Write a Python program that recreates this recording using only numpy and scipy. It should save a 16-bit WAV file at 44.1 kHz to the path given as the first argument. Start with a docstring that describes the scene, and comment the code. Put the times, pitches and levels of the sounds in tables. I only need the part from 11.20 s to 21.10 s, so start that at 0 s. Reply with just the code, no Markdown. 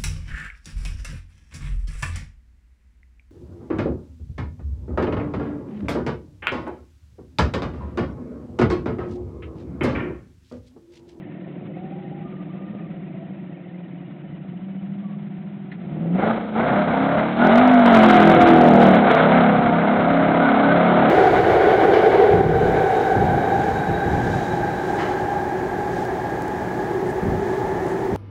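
"""A V8 pickup idles with a lumpy burble on an open paved lot, its engine bay squeaking faintly. At 4.5 s the
clutch clacks and the engine revs up; from about 6 s the truck spins donuts. Exhaust tones and puffs of gas roar
through the tailpipe while the tyres scrub and squeal. A small microphone dulls the treble throughout and
overloads when the truck is loudest."""
import sys
import numpy as np
from scipy import signal
from scipy.fft import rfft, irfft
from scipy.io import wavfile
from scipy.ndimage import uniform_filter1d

SR = 44100
rng = np.random.default_rng(int(sys.argv[2]) if len(sys.argv) > 2 else 0)


def wav_out(sig):
    """Save sig, one row per channel (or a flat mono array), as 16-bit PCM at SR to the path in sys.argv[1]."""
    wavfile.write(sys.argv[1], SR, np.round(np.clip(np.atleast_2d(sig).T, -1, 1) * 32767).astype(np.int16))


N = 436590
T = np.arange(N) / SR


def amp(db):
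    """Turns decibels into a gain."""
    return 10 ** (np.asarray(db) / 20)


def unit(x):
    """Scales a sound to an average (rms) level of 1."""
    return x / np.sqrt(np.mean(x ** 2) + 1e-20)


def steady(x):
    """Evens out slow changes of level and keeps the throb."""
    power = uniform_filter1d(uniform_filter1d(x ** 2, size=5000), size=3500)
    return x / np.sqrt(abs(power) + 1e-12)


def curve(points):
    """Joins (time, value) points with straight lines."""
    return np.interp(T, *np.transpose(points))


def gate(start, end, rise_s, fall_s):
    """Rises, holds and dies away, 0-1."""
    return np.clip((T - start) / rise_s, 0, 1) * np.exp(-np.maximum(T - end, 0) / fall_s)


def drift(rate_hz):
    """A smooth random wobble of size about 1, no faster than rate_hz."""
    knots = signal.resample_poly(rng.standard_normal(2000), 8, 1)
    return np.interp(T * rate_hz * 16, np.arange(len(knots)), knots)


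def response(spectrum, hz):
    """Looks up a spectrum's gain at a frequency."""
    freqs, db = np.transpose(spectrum)
    return amp(np.interp(np.log(hz + 1), np.log(freqs + 1), db))


def colour(x, spectrum):
    """Filters a sound by a spectrum and scales it to level 1."""
    return unit(irfft(rfft(x) * response(spectrum, np.fft.rfftfreq(N, 1 / SR)), N))


def split_bands(x):
    """Splits a sound, low to high, into boom, growl, bark, scrub and screech."""
    # borders between the bands: (frequency [Hz])
    edges = [290, 560, 950, 2400]
    hz, spectrum = np.fft.rfftfreq(N, 1 / SR), rfft(x)
    below = [1 / (1 + (hz / edge) ** 16) for edge in edges]
    bands = np.diff([np.zeros_like(hz), *below, np.ones_like(hz)], axis=0)
    return [irfft(spectrum * band, N) for band in bands]


def engine_squeak(turns, pitch_hz=2930, gain_db=-60.5):
    """The engine bay whistles faintly once every two crank turns while the truck coasts."""
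    pulse = np.exp(-((turns / 2 % 1 - .5) / .16) ** 2) * amp(2 * drift(12))
    hz = pitch_hz * (1 + .028 * drift(90))
    tone = np.sin(2 * np.pi * np.cumsum(hz) / SR)
    return amp(gain_db) * gate(2.15, 3.6, rise_s=.4, fall_s=.4) * pulse * tone


def clutch_clack(start_s=4.515, rise_s=.0016, decay_s=.0059, gain_db=-42):
    """Metal clacks briefly as the clutch is pressed down."""
    # ringing of the metal: (pitch [Hz], width [Hz], level [dB])
    modes = [(1940, 190, 8), (2500, 460, -20), (3400, 700, -30)]
    age, noise = np.maximum(T - start_s, 0), rng.standard_normal(N)
    ring = sum(amp(db) * unit(signal.lfilter(*signal.iirpeak(hz, hz / width, SR), noise))
               for hz, width, db in modes)
    return amp(gain_db) * unit(ring) * age / rise_s * np.exp(-age / decay_s)


def tyre_chirps(slips_per_s=7):
    """Tread blocks let go in a twitter of tiny squeaks; the low ones are louder."""
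    out, window = np.zeros(N), signal.windows.hann(800)
    for hz in np.geomspace(1800, 3100, num=40):
        slips = (rng.random(N) < slips_per_s / SR) * amp(3 * rng.standard_normal(N))
        squeak = window * np.sin(2 * np.pi * hz * np.arange(len(window)) / SR) / hz ** 2
        out += signal.oaconvolve(slips, squeak, "same")
    return unit(out)


def tyre_squeals():
    """The tread sticks and slips, making short, unsteady tones."""
    # squeals: (start [s], end [s], first pitch [Hz], last pitch [Hz], level [dB])
    squeals = [(0, .3, 1810, 1810, -63), (.52, .82, 715, 795, -47), (.74, 1.08, 795, 795, -48),
               (1.02, 1.26, 1220, 1210, -54), (1.24, 1.7, 1205, 1200, -57), (1.93, 2.1, 655, 670, -49),
               (3.83, 3.96, 1120, 1160, -56), (6.19, 6.29, 1420, 1520, -25.5),
               (9.19, 9.35, 1440, 1480, -26), (9.43, 9.55, 1470, 1510, -26)]
    out = np.zeros(N)
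    bend, flutter = 1 + .022 * drift(90), amp(3.5 * drift(25))
    for start, end, first_hz, last_hz, db in squeals:
        on = (T >= start) & (T < end)
        hz = np.linspace(first_hz, last_hz, on.sum()) * bend[on]
        tone = np.sin(2 * np.pi * np.cumsum(hz) / SR)
        out[on] += amp(db) * unit(tone * flutter[on] * signal.windows.tukey(len(hz), .3))
    return out


def tyres(turns, load, judder_db=3, chatter_db=2, chirp_db=-7.5):
    """Rolling hiss and chirps turn into juddering scrub, mixed with the rasp of each firing."""
    # spinning tyres: (frequency [Hz], level [dB])
    scrub_spectrum = [(530, -22.5), (900, 5), (1080, -7.5), (1220, -1.5), (1470, -2), (1810, -12),
                      (2160, -8), (2520, -17), (3330, -18), (3830, -21.5), (4400, -36.5), (5720, -66.5),
                      (9680, -120)]
    # rolling tyres and engine-bay hiss: (frequency [Hz], level [dB])
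    roll_spectrum = [(530, -31.5), (900, 6.5), (1080, -8.5), (1170, -6), (1240, -11), (1280, -5.5),
                     (1670, -10), (2150, -8.5), (3580, -16.5), (3980, -24.5), (4400, -41), (5720, -84.5),
                     (9680, -120)]
    slip = amp(judder_db * drift(35)) * rng.standard_normal(N)
    scrub = colour(unit(slip) + unit(gas_puffs(turns)), scrub_spectrum)
    hiss = colour(amp(chatter_db * drift(30)) * rng.standard_normal(N), roll_spectrum)
    coasting_fade = np.interp(T, [2.5, 4], [1, .3])
    roll = hiss + amp(chirp_db) * tyre_chirps() * coasting_fade
    return (1 - load) * roll + load * scrub


def pedal(open_s=.095, close_s=.15):
    """The throttle, 0-1, opens quickly on each press and eases shut afterwards."""
    # pedal presses: (down [s], lifted [s], depth [0-1])
    presses = [(4.918, 5.109, 0.96), (5.287, 5.602, .97), (5.587, 6.025, 0.89), (6.12, 7.794, 0.84),
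               (7.748, 9.903, 0.95)]
    return np.max([depth * gate(down, up, open_s, close_s) for down, up, depth in presses], axis=0)


def pipe_ringing(crank_hz, best_hz=43.5, width_hz=6.6):
    """How strongly the firings make the tailpipe ring at this crank speed, 0-1."""
    return np.exp(-((crank_hz - best_hz) / width_hz) ** 2)


def gas_puffs(turns, swell=.25, fade=.96, scatter_db=1.5):
    """Each firing, four a turn, puffs out rushing gas; the puffs swell once every two turns."""
    firing = np.floor(4 * turns).astype(int)
    size = amp(scatter_db * rng.standard_normal(4096))[firing]
    age = 4 * turns - firing
    return size * np.exp(swell * np.cos(np.pi * turns) - fade * age) * rng.standard_normal(N)


def engine_tone(turns, multiple, waver_db, waver_hz):
    """A tone at a multiple of crank speed, wavering as the fuel burns unevenly."""
    return amp(waver_db * drift(waver_hz)) * np.cos(2 * np.pi * (multiple * turns + rng.random()))


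def roughness(crank_hz, throttle, load, blend, strain_hz=68.4):
    """Gain of the puffs against the tones: an open throttle below strain_hz makes them splutter."""
    splutter_db = 6 * throttle * np.clip((strain_hz - crank_hz) / 11, 0, 1)
    idle_db = (1 - load) * (2.5 + 4.5 * np.minimum(blend, 0))  # the off-beat boom is cleaner
    clean_db = 3.5 * pipe_ringing(crank_hz) + 5.5 * np.maximum(np.log2(crank_hz / strain_hz), 0)
    return amp(-5 + idle_db + splutter_db - clean_db)


def exhaust(crank_hz, turns, throttle, load, blend):
    """Tones and puffs leave the tailpipe as a lumpy burble at light load, a roar at heavy load."""
    # uneven firing at light load: (multiple of crank speed, level [dB])
    burble_tones = [(4, -1), (5, -0.5), (5.5, 3.5), (6, -12.5), (6.5, 4.5), (7, 0), (7.5, -23.5), (8, -2),
                    (9, -9.5), (9.5, -12.5), (10, -3.5), (10.5, 1), (11, -3.5), (11.5, -2), (12, -4.5),
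                    (12.5, -3.5), (13, 6), (18.5, -4.5), (25.5, -6)]
    # tones that stand out or sink at heavy load: (multiple of crank speed, level [dB])
    roar_accents = [(1.5, -11.5), (2, -5.5), (2.5, 0.5), (3, -1.5), (3.5, -1), (4, 6), (4.5, 0.5), (5, -3),
                    (6.5, -3), (7, -0.5), (7.5, 2), (8, -6.5), (8.5, 7), (9, 4.5), (9.5, -2), (10, 0.5),
                    (10.5, 3.5), (12, -1.5)]
    # tailpipe at light load: (frequency [Hz], level [dB])
    soft_pipe = [(15, -55.5), (50, -21.5), (100, -16), (180, 6.5), (235, -7.5), (280, -8.5), (345, -10),
                 (450, -23.5), (540, -15), (730, -9.5), (880, -23.5), (2000, -57.5)]
    # tailpipe at heavy load, for the tones: (frequency [Hz], level [dB])
    loud_pipe = [(80, -25.5), (138, -4), (175, 3), (245, 4.5), (290, -8.5), (340, -8), (420, -7.5),
                 (520, -6.5), (580, -12), (630, -4.5), (715, -2), (790, -10.5), (1050, -16.5), (1420, -14),
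                 (2000, -24)]
    # tailpipe at heavy load, for the puffs: (frequency [Hz], level [dB])
    loud_puffs = [(15, -39.5), (40, -19.5), (100, -11), (160, -7.5), (230, -2.5), (400, -11), (720, -0.5),
                  (950, -7), (1500, -10.5), (4000, -37)]
    firing_db = -2 + 10.5 * blend + 11.5 * pipe_ringing(crank_hz)
    offbeat = amp(1.5 - 12.5 * blend)
    boost = {2.5: offbeat, 7: offbeat, 4: amp(firing_db), 8: amp(.7 * firing_db)}

    def tones(rows, pipe, waver_db, waver_hz):
        """Adds up engine tones as they sound through the pipe."""
        return steady(sum(amp(db) * boost.get(k, 1) * response(pipe, k * crank_hz)
                          * engine_tone(turns, k, waver_db, waver_hz) for k, db in rows))

    burble = tones(burble_tones, soft_pipe, waver_db=3.5, waver_hz=4)
    multiples = np.arange(1.5, 24, .5)
    accents_db = np.interp(multiples, *np.transpose(roar_accents))
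    roar = tones(zip(multiples, accents_db), loud_pipe, waver_db=4.5, waver_hz=5)
    gas, puff_gain = gas_puffs(turns), roughness(crank_hz, throttle, load, blend)
    light = burble + puff_gain * colour(gas, soft_pipe)
    heavy = roar + puff_gain * colour(gas, loud_puffs)
    return (1 - load) * light + load * heavy


def boom_dips():
    """A gain that makes the low boom dip briefly."""
    # dips: (middle [s], length [s], level change [dB])
    dips = [(2.42, .16, -4), (2.973, 0.098, -3), (5.247, 0.11, -1.5), (7.947, 0.23, -9)]
    return amp(sum(db * np.exp(-(2 * (T - middle) / length) ** 2) for middle, length, db in dips))


def band_levels(crank_hz, throttle, blend, idle_hz=28):
    """Each band's level in dB follows the engine, the truck's path and the tyres' grip."""
    # the tyres bite and scrub harder: (start [s], end [s], boost [dB])
    bites = [(6.05, 6.42, 3), (6.64, 7.025, 7.5), (7.037, 7.31, 5), (7.585, 7.8, 4.5), (7.847, 8.03, 8),
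             (8.08, 8.22, 5), (9.165, 9.9, 2)]
    # effect of the truck's distance and heading: (time [s], level [dB])
    path = [(0, -0.4), (.6, 2), (1.5, 1), (3, -1), (3.7, 0), (4.45, -1.35), (6.1, -2), (6.25, 2.5),
            (6.53, 0), (6.85, 4.5), (7.6, 6), (8.6, -1.16), (9.9, 1)]
    # one row per band, low to high: (idle level [dB], per doubling of speed [dB], full throttle [dB],
    # pipe ringing [dB], per unit of blend [dB], share of path, share of bites)
    weights = [(-34.5, 4.5, 10.5, 13, -4.5, 1.01, .1), (-44.5, 4, 15, 9, 4, 1.48, .05),
               (-53, 10.5, 19.5, 6, 0, 0.94, 0.059), (-56, 8.5, 20, 0.5, 0.5, 0.22, 0.73),
               (-64, 8.5, 12, 0, 0.5, .5, 0.88)]
    bite_db = np.max([db * gate(start, end, rise_s=.038, fall_s=.057) for start, end, db in bites], 0)
    doublings = np.log2(crank_hz / idle_hz)
    causes = [np.ones(N), doublings, throttle, pipe_ringing(crank_hz), blend, curve(path), bite_db]
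    return np.array(weights) @ np.array(causes)


def scene(burble_hz=34, roar_hz=58, rasp_db=-6):
    """Engine speed and pedal drive the exhaust and tyres as the truck swings round."""
    # idle, two blips, a flare as the tyres let go, a sag, a steady spin: (time [s], speed [turns/s])
    crank_speed = [(0, 28), (1.2, 28.3), (1.55, 30), (2.4, 27.3), (3.5, 27.4), (3.9, 29), (4.5, 28.9),
                   (4.7, 37.1), (4.93, 43.7), (5.08, 56.3), (5.33, 53), (5.6, 68.2), (5.77, 65.5),
                   (6.18, 76), (6.42, 101.5), (6.53, 101.5), (6.78, 89), (6.98, 84), (7.25, 84),
                   (7.68, 77.5), (7.92, 62.7), (8.18, 70.4), (8.4, 67.8), (9.45, 69.4), (9.9, 73)]
    # mix of the two cylinder banks as the truck turns:
    # (time [s], blend [-1 one bank's off-beat boom, +1 both banks' even growl])
    bank_blend = [(0, 0.69), (1.5, -0.021), (3.05, 0.045), (3.7, -1.23), (4.45, -0.43), (4.85, 0.36),
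                  (5.75, 0.18), (6, 0.39), (6.25, -0.042), (6.55, -0.93), (6.95, 0.25), (7.3, 0.92),
                  (7.53, 0.03), (7.95, -0.12), (8.2, -0.18), (9.25, 0.45), (9.55, 0.3), (9.9, 0.41)]
    crank_hz = curve(crank_speed) * (1 + .003 * drift(14) + .002 * drift(70))
    turns = np.cumsum(crank_hz) / SR
    throttle, blend = pedal(), curve(bank_blend)
    load = np.clip((crank_hz - burble_hz) / (roar_hz - burble_hz), 0, 1)  # 0 burble, 1 roar
    boom, growl, bark, rasp, _ = split_bands(exhaust(crank_hz, turns, throttle, load, blend))
    *_, scrub, screech = split_bands(tyres(turns, load))
    scrub = steady(scrub) + amp(rasp_db) * load * steady(rasp)
    bands = [boom_dips() * steady(boom), steady(growl), steady(bark), steady(scrub), steady(screech)]
    truck = sum(amp(db) * band for db, band in zip(band_levels(crank_hz, throttle, blend), bands))
    return (truck + tyre_squeals() + clutch_clack() + engine_squeak(turns))[None]


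def lowpass(x, hz):
    """Steeply cuts the treble above hz."""
    return signal.oaconvolve(x, signal.firwin(401, hz, window=("kaiser", 9), fs=SR)[None], "same")


def record(dry):
    """A small microphone loses the treble, and its highest peaks clip and crackle."""
    clipped = np.clip(lowpass(dry, hz=4300), -.7, .7)
    return lowpass(clipped, hz=15900)


dry = scene()
out = record(dry)
wav_out(out)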